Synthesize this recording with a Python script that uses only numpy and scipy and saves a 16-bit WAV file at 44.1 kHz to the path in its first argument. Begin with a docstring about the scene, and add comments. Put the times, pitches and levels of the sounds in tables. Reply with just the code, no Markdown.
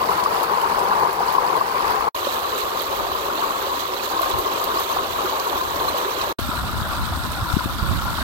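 """First muddy flood water pours down rocky rapids; a short, near-silent cut leads to a pool.
A second cut leads to the bank, where wind buffets both microphones; near the end the left one rings higher.
All along, the roar is noisy foam and clouds of ringing bubbles, with spray in random bursts.
Single gulps, drips and splashes stand out; the left microphone is muffled, the right one bright."""
import sys
import numpy as np
from scipy import signal
from scipy.fft import rfft, irfft, next_fast_len
from scipy.io import wavfile
from scipy.ndimage import uniform_filter1d, map_coordinates

SR = 44100
rng = np.random.default_rng(int(sys.argv[2]) if len(sys.argv) > 2 else 0)


def unload_audio(sound):
    """Save the sound as a 16-bit wav file, at the path given as the first command line argument."""
    columns = np.transpose(np.atleast_2d(sound))
    # keep every value between -1 and 1, then stretch to whole-number steps
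    steps = np.round(np.clip(columns, -1, 1) * 32767)
    wavfile.write(sys.argv[1], SR, steps.astype(np.int16))


N = 362931  # length in samples


def amp(db):
    """Turn decibels into a gain."""
    return 10 ** (np.asarray(db) / 20)


def unit(x):
    """Scale a sound to an average (rms) strength of 1."""
    return x / np.sqrt(np.mean(x ** 2) + 1e-20)


def along(points, hz, axis=1):
    """Read one column of a table whose first column is f/Hz, on a log pitch axis."""
    columns = np.transpose(points)
    return np.interp(np.log(hz + 1), np.log(columns[0] + 1), columns[axis])


def wobble(rate):
    """Draw a smooth random curve with rate new random values a second."""
    knots = rng.standard_normal(int(N * rate / SR) + 4)
    return map_coordinates(knots, [np.arange(N) * rate / SR])


def filtered(x, response):
    """Multiply the spectrum of x by a response, which may also shift phases."""
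    m = next_fast_len(N + SR // 4)
    return irfft(rfft(x, m) * response(np.fft.rfftfreq(m, 1 / SR)), m)[..., :N]


def add(track, s, sound):
    """Mix a sound into the track from time s."""
    part = track[max(0, round(s * SR)):][:len(sound)]
    part += sound[:len(part)]


def water():
    """Make two views of the flow, in front and aside, that share their ups and downs but not their noise."""
    roar_db, spray_db, _ = steady()
    swell_db = waves()
    # slow random sway, 7 values a second; spray takes 0.71 dB for each dB of a wave
    roar_db = roar_db + swell_db + 0.74 * wobble(7)
    spray_db = spray_db + 0.71 * swell_db + 0.35 * wobble(7)
    heave = unit(.75 * wobble(14) + wobble(58))
    bursts = unit(wobble(15) + .9 * wobble(50) + .7 * wobble(170))
    views = []
    for _ in range(2):
        roar, spray = torrent(heave, bursts)
        views.append(amp(roar_db) * roar + amp(spray_db) * spray)
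    front, aside = views
    return front + gulps() + drips() + splashes(), aside


def torrent(heave, bursts):
    """Build the low roar from foam and gurgling bubbles, the high spray from foam, fizz and droplets."""
    foam = patchy_noise(patchy_db=1.4)
    deep_foam = filtered(foam, lambda hz: 1 / (1 + (hz / 1700) ** 4))
    bright_foam = foam - deep_foam
    gurgle = cloud(amp(2.2 * heave), 149.5, 1710.6, cycles=25.0, onset=0.045, spread_db=2.5, count=5000)
    fizz = cloud(amp(3 * bursts), 1602, 5960, cycles=29.5, onset=0.016, spread_db=3.0, count=12000)
    droplets = cloud(amp(5 * bursts), 5650, 16100, cycles=19, onset=.25, spread_db=3.5, count=18000)
    roar = amp(-4.0 + 0.97 * heave) * deep_foam + amp(-3.5) * gurgle
    spray = amp(-3.0 + 0.56 * bursts) * bright_foam + amp(-4.0) * fizz + amp(-5.0) * droplets
    return roar, spray


def patchy_noise(patchy_db):
    """Make churning foam: white noise with random patches of gain in time and pitch."""
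    z = signal.stft(rng.standard_normal(N), nperseg=512)[2]
    field = uniform_filter1d(rng.standard_normal(z.shape), size=6, axis=0)  # smooth across pitch
    field = uniform_filter1d(field, size=8, axis=1)  # smooth across time
    noise = signal.istft(z * amp(patchy_db * unit(field)), nperseg=512)[1]
    return unit(noise[:N])


def cloud(activity, low_hz, high_hz, cycles, onset, spread_db, count):
    """Ring many bubbles, born more densely where activity is high, as strong per Hz as white noise of rms 1."""
    when, pitch, luck, ring = rng.random((count, 4)).T
    start = np.searchsorted(np.cumsum(activity) / activity.sum(), when)
    hz = low_hz * (high_hz / low_hz) ** pitch
    turns = cycles * 2 ** (2 * ring - 1)  # half to double the usual number of cycles
    life = turns / hz * SR  # in samples
    loudness_db = -spread_db * np.log(np.maximum(luck, .012))  # a few bubbles are much louder
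    strength = hz / np.sqrt(turns) * amp(loudness_db) * rng.choice([-1, 1], count)
    # lay all bubbles end to end: who rings, and how many samples since its birth
    length = life.astype(int) + 1
    who = np.repeat(np.arange(count), length)
    step = np.arange(len(who)) - np.repeat(np.cumsum(length) - length, length)
    rings = strength[who] * bubble(step / life[who], turns[who], rise=0.074, onset=onset)
    mixed = np.bincount(start[who] + step, rings, N)[:N]
    return unit(mixed) * np.sqrt(abs(high_hz - low_hz) / (SR / 2))


def bubble(age, cycles, rise, onset):
    """Ring a fading bubble that rises in pitch as it nears the surface; age runs 0-1."""
    fade = (1 - np.exp(-age / onset)) * np.exp(-np.log(100) * age)
    return fade * np.sin(2 * np.pi * cycles * (age + rise * age ** 2 / 2))


# the three places, rapids, pool and bank: start t/s, end t/s
PLACE_TIMES = [(-.01, 2.089), (2.147, 6.327), (6.387, 8.24)]
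# relative levels at each place: roar level/dB, spray level/dB, wind level/dB
STEADY_LEVELS = [(1.06, -0.04, -53), (-0.92, 0.08, -50.5), (0.23, 0.26, -30.5)]


def steady():
    """Look up the roar, spray and wind levels of the place heard at each moment."""
    ends = [end for start, end in PLACE_TIMES[:-1]]
    # switch 0.05 s late, inside the cut
    place = np.searchsorted(ends, np.arange(N) / SR - .05)
    return np.array(STEADY_LEVELS)[place].T


# waves that swell the flow: start t/s, time to the crest t/s, rise at the crest level/dB
WAVE_SWELLS = [(2.2, 0.094, 1.3), (4.1, .14, 2), (4.45, 0.26, 1), (5.15, .12, 1.3), (5.7, 0.34, 1.1),
               (8.08, .1, 2)]


def waves():
    """Swell the flow in dB: each wave rises quickly to its crest and drains more slowly."""
    swell_db = np.zeros(N)
    for s, crest_s, db in WAVE_SWELLS:
        age = np.maximum(np.arange(N) / SR - s, 0) / crest_s
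        swell_db += db * age * np.exp(1 - age)
    return swell_db


# large air pockets that collapse: start t/s, starting pitch f/Hz, relative level/dB
GULP_EVENTS = [(.26, 1160, 11.5), (.333, 830, 6), (.512, 400, 9.5), (.535, 1030, 6), (.635, 896, 8.5),
               (.915, 1010, 7), (.925, 1357, 11), (.981, 1090, 4.5), (1.204, 720, 10), (1.35, 1080, 6),
               (1.382, 1030, 9), (1.611, 1130, 8), (2.269, 550, 12.5), (3.066, 706, 7), (3.668, 556, 6),
               (4.193, 1040, 7), (4.21, 634, 12), (4.234, 1470, 7), (4.385, 345, 4), (4.461, 425, 8),
               (4.787, 1130, 4), (4.964, 770, 9), (5.245, 360, 9.5), (5.882, 1095, 7.5), (5.943, 604, 9)]


def gulps():
    """Ring deep gulps as big single bubbles that rise in pitch."""
    return amp(-2.0) * plops(GULP_EVENTS, cycles_at_khz=17.8, rise=0.076, onset=0.11)


# water slapping on rock close by: t/s, brightest f/Hz, relative level/dB
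SPLASH_EVENTS = [(0.108, 10500, 2), (0.239, 7140, 6.5), (0.433, 12200, 10), (0.616, 9600, 4),
                 (0.792, 8300, 3), (1.13, 10700, 5), (1.326, 14000, 7), (1.566, 12700, 4.7),
                 (2.58, 14100, 3), (2.82, 13100, 6), (2.969, 10900, 2), (4.218, 11200, 10),
                 (4.313, 4000, 3), (4.387, 11500, 9), (4.641, 12700, 9.5), (4.799, 12200, 8),
                 (5.398, 5700, 3.5), (5.889, 8800, 4), (5.981, 14600, 6), (6.214, 5230, 5),
                 (7.319, 8300, 5.5), (7.527, 7355, 5)]


def splashes():
    """Shape each slap from hiss: a short crack inside a puff of spray that swells and falls back."""
    out, t = np.zeros(N), np.arange(SR // 16) / SR
    hz = np.fft.rfftfreq(len(t), 1 / SR) + 1
    lead = .008  # s of puff before the listed time
    crack = np.exp(-np.abs(t - lead - .001) / 0.00094)
    puff = (t / 0.013) ** 2 * np.exp(2 - 2 * t / 0.012)
    for s, bright_hz, db in SPLASH_EVENTS:
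        octaves_off = np.log2(hz / bright_hz)
        hiss = irfft(rfft(rng.standard_normal(len(t))) / (1 + (octaves_off / 0.87) ** 2), len(t))
        add(out, s - lead, unit(hiss) * (amp(db - 0.5) * crack + amp(db - 7) * puff))
    return out


# single drops that plink into the water: start t/s, starting pitch f/Hz, relative level/dB
DRIP_EVENTS = [(.611, 3040, 2), (.79, 8040, 3), (2.548, 6830, 3), (2.807, 3260, 2), (3.995, 2500, 3),
               (4.785, 5100, 5), (4.926, 6120, 5), (4.944, 1720, 2), (5.885, 4090, 5), (6.214, 5300, 2)]


def drips():
    """Ring each drop as one small bubble with many cycles."""
    return amp(-2.5) * plops(DRIP_EVENTS, cycles_at_khz=45, rise=0.037, onset=.08)


def plops(table, cycles_at_khz, rise, onset):
    """Ring single bubbles that stand out of the flow; higher ones ring for more cycles and get a boost."""
    out = np.zeros(N)
    for s, hz, db in table:
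        pitch_gain = np.sqrt(hz / 1000)
        cycles = cycles_at_khz * pitch_gain
        age = np.arange(0, 1, hz / (cycles * SR))
        add(out, s, amp(db) * pitch_gain * bubble(age, cycles, rise, onset))
    return out


# colour of the water at each place and microphone: f/Hz, relative level/dB per Hz
RAPIDS_LEFT_COLOUR = [(50, -66), (160.0, -66), (254.0, -67.5), (346.0, -59.5), (471.0, -53), (641.0, -55.5),
                      (1020.0, -42), (1790.0, -68.5), (8810.0, -103.4), (14000.0, -103.6),
                      (15500.0, -112.3)]
RAPIDS_RIGHT_COLOUR = [(50, -63.5), (130, -69), (185, -61), (270, -67), (403, -55), (641, -59), (900, -55),
                       (1020, -50), (1320, -58.5), (3490, -68), (4520, -66), (5550, -74), (9760, -78),
                       (14000, -72), (15500, -78)]
POOL_LEFT_COLOUR = [(50, -64), (160.0, -71.5), (329.0, -62.5), (522.0, -53.5), (710.0, -59), (1070.0, -46),
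                    (1890.0, -75), (3870.0, -82), (10800.0, -107.3), (12600.0, -96.5), (15500.0, -111.9)]
POOL_RIGHT_COLOUR = [(50, -65), (200, -69), (290, -62), (385, -52.5), (460, -58.5), (900, -57),
                     (1080, -52.8), (1500, -62.5), (2150, -67), (4070, -62.5), (5200, -73.5), (6750, -72),
                     (10700, -81), (12400, -67.5), (15500, -76.5)]
BANK_LEFT_COLOUR = [(50, -62), (330, -63.5), (460, -72.5), (580, -63.5), (800, -63.5), (1000, -53.5),
                    (1170, -57.5), (1380, -51), (1520, -63.5), (1700, -65.5), (1960, -74), (3620, -96),
                    (4140, -110), (5000, -114.5)]
BANK_RIGHT_COLOUR = [(50, -76), (330, -65), (460, -70.5), (590, -62), (720, -65.5), (975, -61),
                     (1990, -70.5), (3190, -68), (3740, -63), (6250, -77), (8910, -73.5), (11000, -80.5),
                     (12200, -71), (15500, -78.5)]
# how the microphones agree, facing upstream and across: f/Hz, likeness [0-1], left lead [radians]
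UPSTREAM_AGREEMENT = [(49.6, 0.86, 1), (176, 1, 0), (443, 0.79, 0.68), (623, 0.13, -0.3),
                      (840, 0.58, -1.68), (1018, 0.92, -2), (1220, 0.68, -2), (1490, 0.2, -3),
                      (1850, 0.19, -3.5), (2900, 0.43, -3.5), (4000, .8, -5), (5500, .65, -4),
                      (14500, 0.7, -5.5)]
ACROSS_AGREEMENT = [(300, 1, -1.45), (600, 0.94, 0.5), (1080, 0.8, 0), (1370, 0.58, -1.3), (1610, 0.37, -3),
                    (2110, 0.37, -2), (3050, .43, -3.5), (3900, .48, -1), (4700, .22, -2.1), (7000, .03, 0)]


def listen(front, aside, left, right, agreement):
    """Give the right microphone the water in front, the left a phase-shifted share of it plus water aside."""
    def colour(points, hz):
        low_cut = hz / np.hypot(hz, 35)
        return amp(along(points, hz)) * np.sqrt(SR / 2) * low_cut  # the root turns level per Hz into gain

    def alike(hz):
        return np.clip(along(agreement, hz), 0, 1)

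    def turn(hz):
        return np.exp(1j * along(agreement, hz, axis=2))

    shared = filtered(front, lambda hz: colour(left, hz) * alike(hz) * turn(hz))
    own = filtered(aside, lambda hz: colour(left, hz) * np.sqrt(1 - alike(hz) ** 2))
    return np.array([shared + own, filtered(front, lambda hz: colour(right, hz))])


# the grip shifts and the hollow at the left microphone rings higher: t/s, pitch factor [ratio]
HOLLOW_TUNING = [(8.03, 1.025), (8.15, 1.02), (8.22, 1.15)]


def retuned(sound, spectrum):
    """Slide the hollow's resonances by cross-fading between three tunings of the colour."""
    seconds, factors = np.transpose(HOLLOW_TUNING)
    factor = np.interp(np.arange(N) / SR, seconds, factors)
    steps = np.linspace(factor.min(), factor.max(), 3)
    out = np.zeros(N)
    for step, share in zip(steps, np.eye(len(steps))):
        shifted = filtered(sound, lambda hz: amp(along(spectrum, hz / step) - along(spectrum, hz)))
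        out += np.interp(factor, steps, share) * shifted
    return out


# colour of the wind rumble: f/Hz, relative level/dB per Hz
RUMBLE_COLOUR = [(12, -27), (25, -14), (45, -2), (70, 4.5), (135, -7), (215, -8.5), (330, -14.5),
                 (440, -31), (800, -83)]
# single eddies that thump a microphone: middle t/s, level/dB, pitch f/Hz, share on the right [0-1]
THUMP_EVENTS = [(6.392, -11.5, 330, 0), (6.492, -12.5, 190, 1), (6.82, -12.5, 86, 0.2),
                (7.175, -13, 170, 0.3), (7.429, -11, 78.5, 0.75), (7.541, -6.5, 90, 0),
                (7.5695, -2.5, 200, 0), (7.6601, -9.5, 205, 0), (7.828, -8.5, 96, 0.8)]


def wind():
    """Make lumpy rumble, unrelated at the two microphones, and a few single thumps."""
    wind_db = wind_strength()

    def rumble():
        return unit(filtered(rng.standard_normal(N), lambda hz: amp(along(RUMBLE_COLOUR, hz))))

    # random lumps of 2.5 dB, 20 values a second
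    ports = np.array([amp(db + 1.7 + 2.5 * wobble(20)) * rumble() for db in wind_db])
    # a light breeze stirs only large, slow eddies; stronger gusts add the higher ones
    slow = filtered(ports, lambda hz: 1 / (1 + (hz / 155) ** 4))
    gusty = np.clip((wind_db + 45) / 14, 0, 1)
    ports = slow + gusty * (ports - slow)
    for s, db, hz, right in THUMP_EVENTS:
        u = (np.pi * hz * (np.arange(N) / SR - s)) ** 2
        push = (1 - 2 * u) * np.exp(-u)  # a push between two sucks
        ports += np.outer([1 - right, right], amp(db) * push)
    return ports


# gusts on the microphones: middle t/s, length t/s, relative level/dB, share on the right [0-1]
GUST_EVENTS = [(.85, .3, -50, .3), (1.93, .25, -37, .55), (3.102, 0.28, -37, 0.52), (4.37, .09, -35, .15),
               (5.1, 0.19, -37.5, 0.13), (5.75, 0.44, -40.5, 0.25), (6.25, .15, -39, 0.15),
               (7.17, 0.13, -32, 0), (7.9, 0.2, -26.5, 0.98)]


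def wind_strength():
    """Find the wind in dB at each microphone: the place's steady breeze plus bell-shaped gusts."""
    *_, breeze_db = steady()
    strength = np.tile(amp(breeze_db), (2, 1))
    for s, length, db, right in GUST_EVENTS:
        bell = np.exp(-(2 * (np.arange(N) / SR - s) / length) ** 2)
        strength += np.outer(np.clip([1 - right, right], 0, 1), amp(db) * bell)
    return 20 * np.log10(strength)


def scene():
    """Play the three places in turn, each cut in and out within a few milliseconds."""
    front, aside = water()
    air, t = wind(), np.arange(N) / SR
    rapids = amp(-0.02) * listen(front, aside, RAPIDS_LEFT_COLOUR, RAPIDS_RIGHT_COLOUR, UPSTREAM_AGREEMENT)
    pool = amp(0.12) * listen(front, aside, POOL_LEFT_COLOUR, POOL_RIGHT_COLOUR, UPSTREAM_AGREEMENT)
    bank = amp(-0.12) * listen(front, aside, BANK_LEFT_COLOUR, BANK_RIGHT_COLOUR, ACROSS_AGREEMENT)
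    bank[0] = retuned(bank[0], BANK_LEFT_COLOUR)
    out = np.zeros((2, N))
    for (start, end), place in zip(PLACE_TIMES, (rapids, pool, bank)):
        inside = np.clip(np.minimum(t - start, end - t) / .004 + .5, 0, 1)
        # a faint trace dies away after each cut
        trail = (t > end) * amp(-20.0 - 60 * np.abs(t - end) / 0.048)
        out += (inside + trail) * (place + air)
    return out


def record(dry):
    """Keep nothing at or above the band limit of 15900 Hz."""
    return filtered(dry, lambda hz: hz < 15900)


dry = scene()
out = record(dry)
unload_audio(out)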